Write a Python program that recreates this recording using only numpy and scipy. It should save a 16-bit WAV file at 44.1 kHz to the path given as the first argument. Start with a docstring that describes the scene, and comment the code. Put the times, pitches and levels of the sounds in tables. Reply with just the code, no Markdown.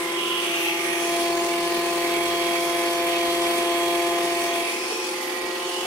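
"""A benchtop planer runs outdoors. At first the listener is on its infeed side, where the exhaust stream whooshes by.
From about 1 s the listener is at the height crank; a hand on the crank damps the frame's buzz around 3 s.
After about 4.2 s the listener moves on to the outfeed, and each side has its own balance of tones and air.
All along, the cutterhead hums on multiples of its speed and the motor whines a little over twice as fast;
air, made from shaped noise, rushes through the housing and throbs with each lap of the belt."""
import sys
import numpy as np
from scipy import signal
from scipy.fft import rfft, irfft
from scipy.io import wavfile
from scipy.ndimage import uniform_filter1d

SR = 44100
rng = np.random.default_rng(int(sys.argv[2]) if len(sys.argv) > 2 else 0)


def store_pcm(level_fs):
    """Save levels as 16-bit WAV."""
    pcm = np.round(np.clip(level_fs, -1, 1) * 32767).astype(np.int16)
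    wavfile.write(sys.argv[1], SR, np.atleast_2d(pcm).T)


N = 258426
TIME = np.arange(N) / SR  # s
FREQ = np.fft.rfftfreq(N, 1 / SR) + 1e-3  # Hz, kept above zero for divisions and logarithms


def undb(db):
    """Turn decibels into gain."""
    return 10 ** (np.asarray(db) / 20)


def panned(difference):
    """Split a left-minus-right difference evenly into a left and a right offset, in the same unit."""
    return np.array([[.5], [-.5]]) * difference


def curves(table):
    """Join each column of a table by straight lines in time."""
    s, *columns = np.transpose(table)
    return [np.interp(TIME, s, column) for column in columns]


def swell(s, length):
    """A bell-shaped rise and fall around time s, 1 at its middle."""
    return np.exp(-(2 * (TIME - s) / length) ** 2)


def walk(rate):
    """Smooth random wavering of spread 1 that changes about rate times a second."""
    size = 8192
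    hz = np.fft.rfftfreq(size, TIME[-1] / size)
    slow = irfft(rfft(rng.standard_normal(size)) / np.sqrt(1 + (hz / rate) ** 6))
    return np.interp(TIME, np.linspace(0, TIME[-1], size), slow / slow.std())


# the listener's way round the machine: (time [s], place [-1 infeed, 0 crank, 1 outfeed])
PATH = [(0, -1.06), (0.8, -0.86), (0.97, -0.53), (1.15, 0.009), (4.2, -0.01), (4.58, 0.3), (4.74, 0.82),
        (5.05, 1), (5.86, 0.97)]


def at_place(levels):
    """A value that glides between its infeed, crank and outfeed settings as the listener moves."""
    return np.interp(curves(PATH)[0], (-1, 0, 1), levels)


BELT_HZ = 43.05  # laps of the belt per second


def belt(depth):
    """A gain that throbs once a lap of the belt."""
    return 1 + depth * np.sin(2 * np.pi * BELT_HZ * TIME)


def resonance(hz, width_hz):
    """Gain of a resonance, 1 at its centre and falling away on both sides."""
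    return 1 / (1 + (1.83 * (FREQ - hz) / width_hz) ** 2)


# likeness of the air's noise at the left and right microphone ports: (frequency [Hz], correlation [0-1])
LIKENESS = [(30, 0.27), (200, 0.94), (800, 0.69), (1400, 0.37), (2800, 0.46), (4400, 0), (7000, 0.16)]


def port_noise():
    """Spectra of unit noise per Hz at the two ports: most alike in the bass, hardly alike in the top treble."""
    hz, alike = np.transpose(LIKENESS)
    alike = np.clip(np.interp(FREQ, hz, alike), 0, 1)
    mid, side = rfft(rng.standard_normal((2, N))) * np.sqrt(SR) / 2
    shared = mid * np.sqrt(1 + alike)
    opposite = side * np.sqrt(1 - alike)
    return shared + np.array([[1], [-1]]) * opposite


def sliding_band(noise, shape, shift_hz):
    """Noise with a resonant shape whose centre slides by shift_hz over time."""
    # keeping only positive frequencies lets a turning phase move the whole band
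    band = 2 * np.fft.ifft(noise * shape, N)
    return (band * np.exp(2j * np.pi * np.cumsum(shift_hz) / SR)).real


def tone(turns, multiple, db, flutter_db, apart=0):
    """One multiple of a shaft's rotation; apart sets how far its phase drifts between the ports (radians)."""
    k = round(multiple)
    # the housing delays each multiple more than the last, which smears the chops into an even hum
    smear = 3 * np.pi / 8 * k ** 2
    phase = 2 * np.pi * k * turns - smear + panned(apart * walk(1))
    return np.sqrt(2) * undb(db + flutter_db * walk(33)) * np.sin(phase)


# level of the draught, before its overall gain: (infeed [dB], crank [dB], outfeed [dB])
DRAUGHT_DB = (-67, -55.5, -72)
# puffs of draught on the microphone: (time [s], length [s], rise [dB])
PUFFS = [(0.896, 0.11, 7), (2.274, 0.11, 7), (5.448, 0.089, 20), (5.83, .25, 9)]


def draught(level_db=-22.0, top_hz=170, gust_db=2.0):
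    """The machine's draught brushes the microphone as a low rumble, most of all by the crank, with a few puffs."""
    puff_db = sum(rise * swell(s, length) for s, length, rise in PUFFS)
    rumble = irfft(port_noise() / (1 + (FREQ / top_hz) ** 4), N)
    return rumble * undb(level_db + at_place(DRAUGHT_DB) + puff_db + gust_db * walk(13))


# basic colour of the rushing air: (frequency [Hz], left [dB per Hz], right [dB per Hz])
RUSH = [(30, -81, -81.5), (102, -71, -76.5), (190, -74, -74.5), (356, -63, -65), (643, -66, -99),
        (1045, -67, -65.5), (1440, -73.5, -75.5), (1800, -71, -68.5), (2950, -68.5, -65),
        (4120, -72.5, -73), (6020, -72.5, -73.5), (6820, -75, -77.5), (9340, -72.5, -73.5),
        (12140, -82.5, -76), (15500, -86.5, -84.5)]
# added colour on each side of the machine: (frequency [Hz], infeed [dB], crank [dB], outfeed [dB])
RUSH_SIDES = [(140, 3, 3, 0.5), (257, -1, 0.4, 1.5), (604, 1, 2, 0.5), (905, 0, 0.5, -1), (1450, 4, 4, 3.5),
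              (1950, 1, 1.5, 1.5), (2850, 0.5, 1, -0.5), (4360, -0.1, 1, 2.2), (6500, -0.5, -0.3, 2),
              (11000, 0.5, 0, 1.7), (13500, 1, 0.5, -1)]
# the hiss as the ports turn, of which only the departure from each column's median counts, less at low pitch:
# (time [s], treble level [dB], left minus right of the top treble [dB])
HISS = [(0.0, -38, -3), (0.54, -35.5, 6), (0.64, -33, -4), (0.72, -35.5, -1), (1.24, -32.5, 2),
        (1.3, -35, 7), (1.37, -34.5, -1), (1.73, -34.5, 1), (2.59, -33.5, -3.5), (4.69, -34.5, -0.5),
        (4.82, -38.5, 6), (5.09, -38, -2), (5.5, -42.5, -9), (5.81, -36.5, 1), (5.86, -39, -4)]


def air(throb=0.16, throb_hz=1500, flicker_db=0.5, own_flicker_db=1.07, beam_hz=3500):
    """Turbulent air rushes out; its hiss pulses once a lap of the belt, and its treble depends on the ports' aim."""
    hz, *sides = np.transpose(RUSH)
    colour = np.array([undb(np.interp(np.log(FREQ), np.log(hz), db)) for db in sides])
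    # the small housing radiates little bass
    spectrum = port_noise() * colour / np.sqrt(1 + (190 / FREQ) ** 8)
    treble_db, shade_db = (column - np.median(column) for column in curves(HISS))
    zones = np.transpose(RUSH_SIDES)[0]
    gusts, out = walk(41), 0
    # each zone of pitch fades into its neighbours and has its own level
    for (centre, *levels), own in zip(RUSH_SIDES, np.eye(len(zones))):
        band = irfft(spectrum * np.interp(np.log(FREQ), np.log(zones), own), N)
        pulse = belt(throb * centre / (centre + throb_hz))  # deeper in the treble
        aim_db = treble_db / (1 + (beam_hz / centre) ** 2)
        aim_db = aim_db + panned(shade_db * (centre / zones[-1]) ** 2)
        flicker = flicker_db * gusts + own_flicker_db * walk(9.3)
        out = out + band * pulse * undb(at_place(levels) + aim_db + flicker)
    return out


# resonances of the housing and chip outlet: (centre [Hz], width [Hz], left [dB per Hz], right [dB per Hz],
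# change at the infeed [dB], change at the outfeed [dB])
HOUSING = [(241, 94, -74, -74, -4, -8.5), (438.6, 73, -65.5, -62, -3, 2), (742.5, 35, -58.5, -72, -11, 1.5),
           (837, 52, -60, -65, -1, -0.5), (1092, 200, -74, -72, -10, -8), (2080, 100, -65, -59.5, -1, -8),
           (2301, 116, -92, -55.5, -11, -6), (2650, 100, -66.5, -62, -9, -11), (2933, 93, -75, -68.5, 4, 0),
           (4384, 320, -73, -66.5, -20, -3.5)]


def housing(drift=0.007, sway_db=1.56, throb=0.2):
    """The air rings the housing; each resonance drifts, swells on its own and carries differently to each side."""
    noise = port_noise() / np.sqrt(1 + (190 / FREQ) ** 8)  # little bass
    out = 0
    for hz, width, left, right, infeed, outfeed in HOUSING:
        ringing = sliding_band(noise, resonance(hz, width), drift * hz * walk(1.5))
        db = np.array([[left], [right]]) + at_place((infeed, 0, outfeed)) + sway_db * walk(4.7)
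        out = out + ringing * undb(db)
    return belt(throb) * out


# roar of the chip outlet, whose pitch depends on the angle it is heard from:
# (time [s], centre [Hz], level [dB per Hz], left minus right [dB])
ROAR = [(0, 2159, -64.5, -15), (.15, 2051, -61, -8), (.3, 2462, -68, -9), (.5, 2438, -60, -8),
        (.72, 2450, -60.5, -12), (.8, 2284, -56.5, -9.5), (.98, 2374, -58.5, -6), (1.1, 2473, -63, -6),
        (1.3, 2662, -82, 5), (1.7, 2702, -71, -2), (2.1, 2259, -63, -7), (3.9, 2249, -65.5, -5.5),
        (4.3, 2261, -65, -9), (4.7, 2377, -61, -8), (4.9, 2495, -66, 1), (5.25, 2458, -78, -3),
        (5.5, 2850, -77, -9), (5.62, 2950, -65, -6), (5.86, 2893, -61.5, -9)]


def outlet(width_hz=330, skirt_hz=1100, skirt_db=-11):
    """A band of roar from the chip outlet slides in pitch and swells as the listener passes."""
    hz, db, pan_db = curves(ROAR)
    middle = hz.mean()
    shape = resonance(middle, width_hz) + undb(skirt_db) * resonance(middle, skirt_hz)
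    return sliding_band(port_noise(), shape / shape.max(), hz - middle) * undb(db + panned(pan_db))


# the exhaust stream, which builds as the listener enters it and is cut off by the housing:
# (time [s], centre [Hz], level [dB per Hz], left minus right [dB])
WHOOSH = [(.05, 2950, -89, -2), (.2, 2950, -62, -11), (.33, 2930, -58, -5), (.5, 2886, -58, -1),
          (.6, 2740, -55.5, -1), (.735, 2634, -53.5, -1), (.775, 2566, -68, -2), (.9, 2600, -110, 0)]


def whoosh(width_hz=530):
    """The exhaust stream swells, slides down and stops short; its eddies make it coarse."""
    hz, db, pan_db = curves(WHOOSH)
    eddy_db = 1.2
    stream = sliding_band(port_noise(), resonance(hz[0], width_hz), hz - hz[0])
    return stream * undb(db + panned(pan_db) + eddy_db * walk(45))


# narrow beams of hiss from the vents that the listener crosses: (time [s], length [s], centre [Hz], width [Hz],
# glide [Hz per s], left [dB per Hz], right [dB per Hz])
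JETS = [(0.027, .1, 8700, 900, 0, -70, -71), (.64, 0.16, 12000, 4000, -0.5, -85, -71),
        (.8, 0.79, 5980, 350, 0, -69, -67), (1.05, 0.18, 6620, 120, 0, -66, -65.5),
        (1.418, 0.19, 6620, 120, 0.5, -68, -57.5), (.96, 0.37, 10110, 420, 1, -72, -64),
        (1.217, 0.054, 10250, 500, 0, -71, -63), (1.85, 0.4, 4240, 220, 0.5, -68.5, -66),
        (2.19, .08, 10500, 900, 0, -75, -69), (3.42, 0.25, 10250, 400, 3, -73, -71),
        (3.62, 0.55, 9050, 419.6, 1.5, -71, -73), (4.673, .12, 9700, 1400, -5000, -76, -72),
        (4.487, 0.19, 6080, 400, -900, -72, -66), (4.56, 0.14, 3450, 250, 1, -60, -64),
        (4.68, 0.27, 2620, 100, -300, -55, -59), (4.923, 0.41, 5460, 480, 1699, -72, -64.5),
        (4.967, 0.33, 2504, 90.05, -200, -54.5, -60), (5.267, 0.38, 2010, 200, -500, -77, -57),
        (5.392, 0.31, 2310, 100, 0, -71, -54.5)]


def jets():
    """Beams of hiss from the vents swell, slide and fade as the listener crosses them."""
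    noise = port_noise()
    out = 0
    for s, length, hz, width, glide, left, right in JETS:
        hiss = sliding_band(noise, resonance(hz, width), glide * (TIME - s))
        out = out + hiss * undb([[left], [right]]) * swell(s, length)
    return out


# pitch at which the left port leads by a whole cycle: (infeed [Hz], crank [Hz], outfeed [Hz])
WHOLE_CYCLE_HZ = (3450, 4095, 3254)


def round_the_phone(sound, patch_hz=380, patch_s=0.18, above_hz=1800):
    """Air noise bends round the phone, so the left port leads; bright and dull treble patches come and go at random."""
    hz, s, frames = signal.stft(sound, SR, nperseg=1024)
    patch_db = 1.5
    patches = rng.standard_normal(frames.shape)
    # two rounds of averaging along pitch and time turn the random grid into soft bright and dull patches
    for axis, size in 2 * ((1, patch_hz / hz[1]), (2, patch_s / s[1])):
        patches = uniform_filter1d(patches, max(round(size), 1), axis=axis, mode="wrap")
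    treble_share = (hz / (hz + above_hz))[:, None]
    colour = undb(patch_db * patches / patches.std() * treble_share)
    cycle_hz = np.interp(s, TIME, at_place(WHOLE_CYCLE_HZ))
    lead = 2 * np.pi * (hz[:, None] / cycle_hz) ** 2  # radians
    turned = frames * colour * np.exp(.5j * np.array([lead, -lead]))
    return signal.istft(turned, SR)[1][:, :N]


# levels of the motor's unbalance: (infeed [dB], crank [dB], outfeed [dB])
SHAFT_DB = (-39, -40, -35)
# levels of the frame's buzz: (infeed [dB], crank [dB], outfeed [dB])
BUZZ_DB = (-42.5, -41.5, -50)
BEAT_HZ, BUZZ_BEAT_HZ = 24.1, 40.3  # how far unbalance and buzz lie above the hum
GRIP_S, GRIP_LENGTH_S, GRIP_DB = 3.16, 1.07, -18  # the hand on the crank damps the frame's buzz


def drone(hum):
    """The motor's unbalance and a buzz of the frame lie just above the knives' hum and beat against it."""
    waver_hz = .12
    buzz_db = at_place(BUZZ_DB) + GRIP_DB * swell(GRIP_S, GRIP_LENGTH_S)
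    out = 0
    for above_hz, db in ((BEAT_HZ, at_place(SHAFT_DB)), (BUZZ_BEAT_HZ, buzz_db)):
        cycles = hum + np.cumsum(above_hz + waver_hz * walk(1.4)) / SR
        out = out + tone(cycles, 1, db, flutter_db=1.8, apart=0.17)
    return out


# tones of armature, fan and commutator: (multiple of the motor speed, left [dB], right [dB],
# change at the infeed [dB], change at the outfeed [dB])
WHINE = [(2, -60, -56, -4, -1), (7, -48, -49.5, -8, -3), (10, -56, -52, 0, -4), (12, -54, -51, -2, -10),
         (13, -57.5, -53, -9, 2), (14, -59, -56, -3, 0), (18, -67, -52.5, 0, 2), (30, -65, -65, -8, -6),
         (31, -65, -65, -11, -6), (32, -53.5, -63, 0, 1), (35, -66, -67, -6, -6), (36, -64, -64, -6, -8)]
# the fan blades' tone: (time [s], left [dB], right [dB], lag of the left port behind the right [radians])
FAN = [(0, -52, -48, 2.5), (.1, -49, -37, 1.8), (.22, -54, -34.5, 0.56), (.45, -67, -34, .4),
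       (.57, -52, -42, 2), (.69, -38, -35, 0.99), (.82, -38.5, -48.5, 2.6), (1, -40, -39, 0.81),
       (1.28, -50, -37, 1.2), (1.4, -47, -52, 2.72), (1.95, -39.5, -54, 2.2), (2.15, -39, -40, 1.6),
       (2.4, -37, -34.5, 1.47), (2.75, -45, -36, 1.2), (2.98, -36.5, -39, 3), (3.15, -35, -36, 2.26),
       (3.5, -34.5, -38, 2.54), (3.8, -44, -32, 2.37), (4.15, -40, -38.5, 2.1), (4.38, -43, -47, 3.7),
       (4.48, -40, -43, 1.15), (4.6, -36, -42, 1.07), (4.68, -50, -47, 1.3), (5.4, -63, -46, 1),
       (5.86, -54, -43, .8)]
FAN_BLADES = 9


def motor(shaft, rattle_hz=0.54, fan_drift=0.15):
    """Armature and fan whine; play blurs the armature's high tones, the steadier fan reaches the left port late."""
    armature = shaft + np.cumsum(rattle_hz * walk(91)) / SR
    swell_db, fan_flutter_db = 1.6, 1.5
    whine = 0
    for k, left, right, infeed, outfeed in WHINE:
        db = np.array([[left], [right]]) + at_place((infeed, 0, outfeed)) + swell_db * walk(4.4)
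        whine = whine + tone(armature, k, db, flutter_db=4, apart=k / 7)
    *blades_db, lag = curves(FAN)
    at_ports = shaft - panned(lag / (2 * np.pi * FAN_BLADES))
    return whine + tone(at_ports, FAN_BLADES, np.array(blades_db), fan_flutter_db, apart=fan_drift)


def roaming():
    """Turns by which the low tones' phase wanders while the listener is away from the crank."""
    most_turns = .05
    return most_turns * np.abs(curves(PATH)[0]) * walk(3.9)


# cutterhead tones: (multiple of its speed, infeed [dB], crank [dB], outfeed [dB], left minus right [dB])
KNIVES = [(1, -57.5, -52, -75, 2.5), (2, -32.5, -28, -41, 2), (3, -42, -35.5, -40.5, -1),
          (4, -41.5, -29.5, -45.5, 1), (5, -43, -42.5, -43, -3.5), (6, -37.5, -35.5, -42.5, 1.5),
          (7, -49, -51, -53.5, 16), (8, -49, -74, -53, 1), (9, -61, -59, -64, 2),
          (10, -61, -46.5, -67, 1.5), (11, -46, -45.5, -52, -8)]
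# loud and dead spots where a tone meets its own reflection: (time [s], length [s], multiple, change [dB])
SPOTS = [(.22, 0.38, 4, -2), (0.224, 0.35, 7, -5), (.15, .45, 5, -16), (.25, 0.55, 11, -16),
         (0.303, 0.26, 6, 2), (0.525, 0.11, 6, -17), (0.54, 0.15, 4, 4), (0.8, 0.46, 6, -14),
         (0.898, 0.13, 11, 8), (.85, 0.36, 7, 5.5), (1.2, 0.31, 4, 0.5), (1.3, 1.9, 3, -7),
         (1.5, 0.37, 11, -13), (1.9, 0.96, 4, -2.5), (4.203, 0.85, 11, 3), (4.568, 0.34, 4, 5),
         (4.58, 0.64, 3, -4.5), (4.72, .3, 5, -8), (5, 0.34, 11, -16), (5.45, 0.4, 11, 9.5),
         (5.1, .4, 4, -15)]
# the ports straddle a node of one knife tone and hear it in nearly opposite phase
NODE_MULTIPLE, NODE_S, NODE_LENGTH_S, NODE_RADIANS = 4, 0.25, .4, 2.3


def cutterhead(turns, wander, hum, flutter_db=0.66, weak_flutter_db=1.6, sway_db=0.5, weak_sway_db=1.3,
               apart=0.069, weak_apart=0.86, throb=0.025):
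    """Knives chop the air twice a turn, making the deep hum; their mismatch adds odd multiples. Weak tones waver more."""
    out = 0
    for k, *levels, pan_db in KNIVES:
        weak = np.interp(-max(levels), (36, 44), (0, 1))  # 0 for strong tones, 1 for weak ones
        spot_db = sum(change * swell(s, length) for s, length, multiple, change in SPOTS
                      if round(multiple) == round(k))
        own_sway_db = sway_db + weak * (weak_sway_db - sway_db)
        own_flutter_db = flutter_db + weak * (weak_flutter_db - flutter_db)
        own_apart = apart + weak * (weak_apart - apart)
        db = at_place(levels) + spot_db + own_sway_db * walk(1.5) + panned(pan_db)
        angle = hum / 2 if round(k) == 2 else turns + wander / k
        if round(k) == NODE_MULTIPLE:
            angle = angle + panned(NODE_RADIANS * swell(NODE_S, NODE_LENGTH_S) / (2 * np.pi * k))
        out = out + tone(angle, k, db, own_flutter_db, own_apart)
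    return out * belt(throb)


# speed of the cutterhead, which wavers a little and rises toward the end: (time [s], speed [turns per s])
SPEED = [(0, 169.7), (.4, 171.7), (.7, 170.4), (1.05, 171.2), (2, 171.6), (3.2, 171.3), (4.1, 172.15),
         (4.7, 171), (5.86, 176)]
# pitch shift of the deep hum, which lies lowest at the outfeed: (time [s], shift [Hz])
HUM_SHIFT = [(0, 0), (.3, 2.5), (.65, -2.5), (1.05, 1), (4.55, 1.5), (5.05, -8), (5.4, -9), (5.86, -8)]
BELT_RATIO = 2.136  # motor turns per cutterhead turn


def scene(hunt_hz=0.119, slip_hz=0.24):
    """Both shafts follow one speed, the motor wavering on the belt; the rush of air lies around their tones."""
    turns = np.cumsum(curves(SPEED)[0] + hunt_hz * walk(4.0)) / SR
    shaft = BELT_RATIO * turns + np.cumsum(slip_hz * walk(19.8)) / SR
    wander = roaming()
    hum = 2 * turns + wander + np.cumsum(curves(HUM_SHIFT)[0]) / SR  # cycles
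    rushing = round_the_phone(air() + housing() + outlet() + whoosh() + jets())
    tones = drone(hum) + motor(shaft) + cutterhead(turns, wander, hum)
    return draught() + rushing + tones


TOP_HZ = 15700


def record(dry):
    """The recorder cuts everything above its top frequency steeply."""
    low_pass = signal.ellip(10, .1, 80, TOP_HZ, fs=SR, output="sos")  # 0.1 dB ripple, 80 dB cut
    return signal.sosfilt(low_pass, dry)


dry = scene()
out = record(dry)
store_pcm(out)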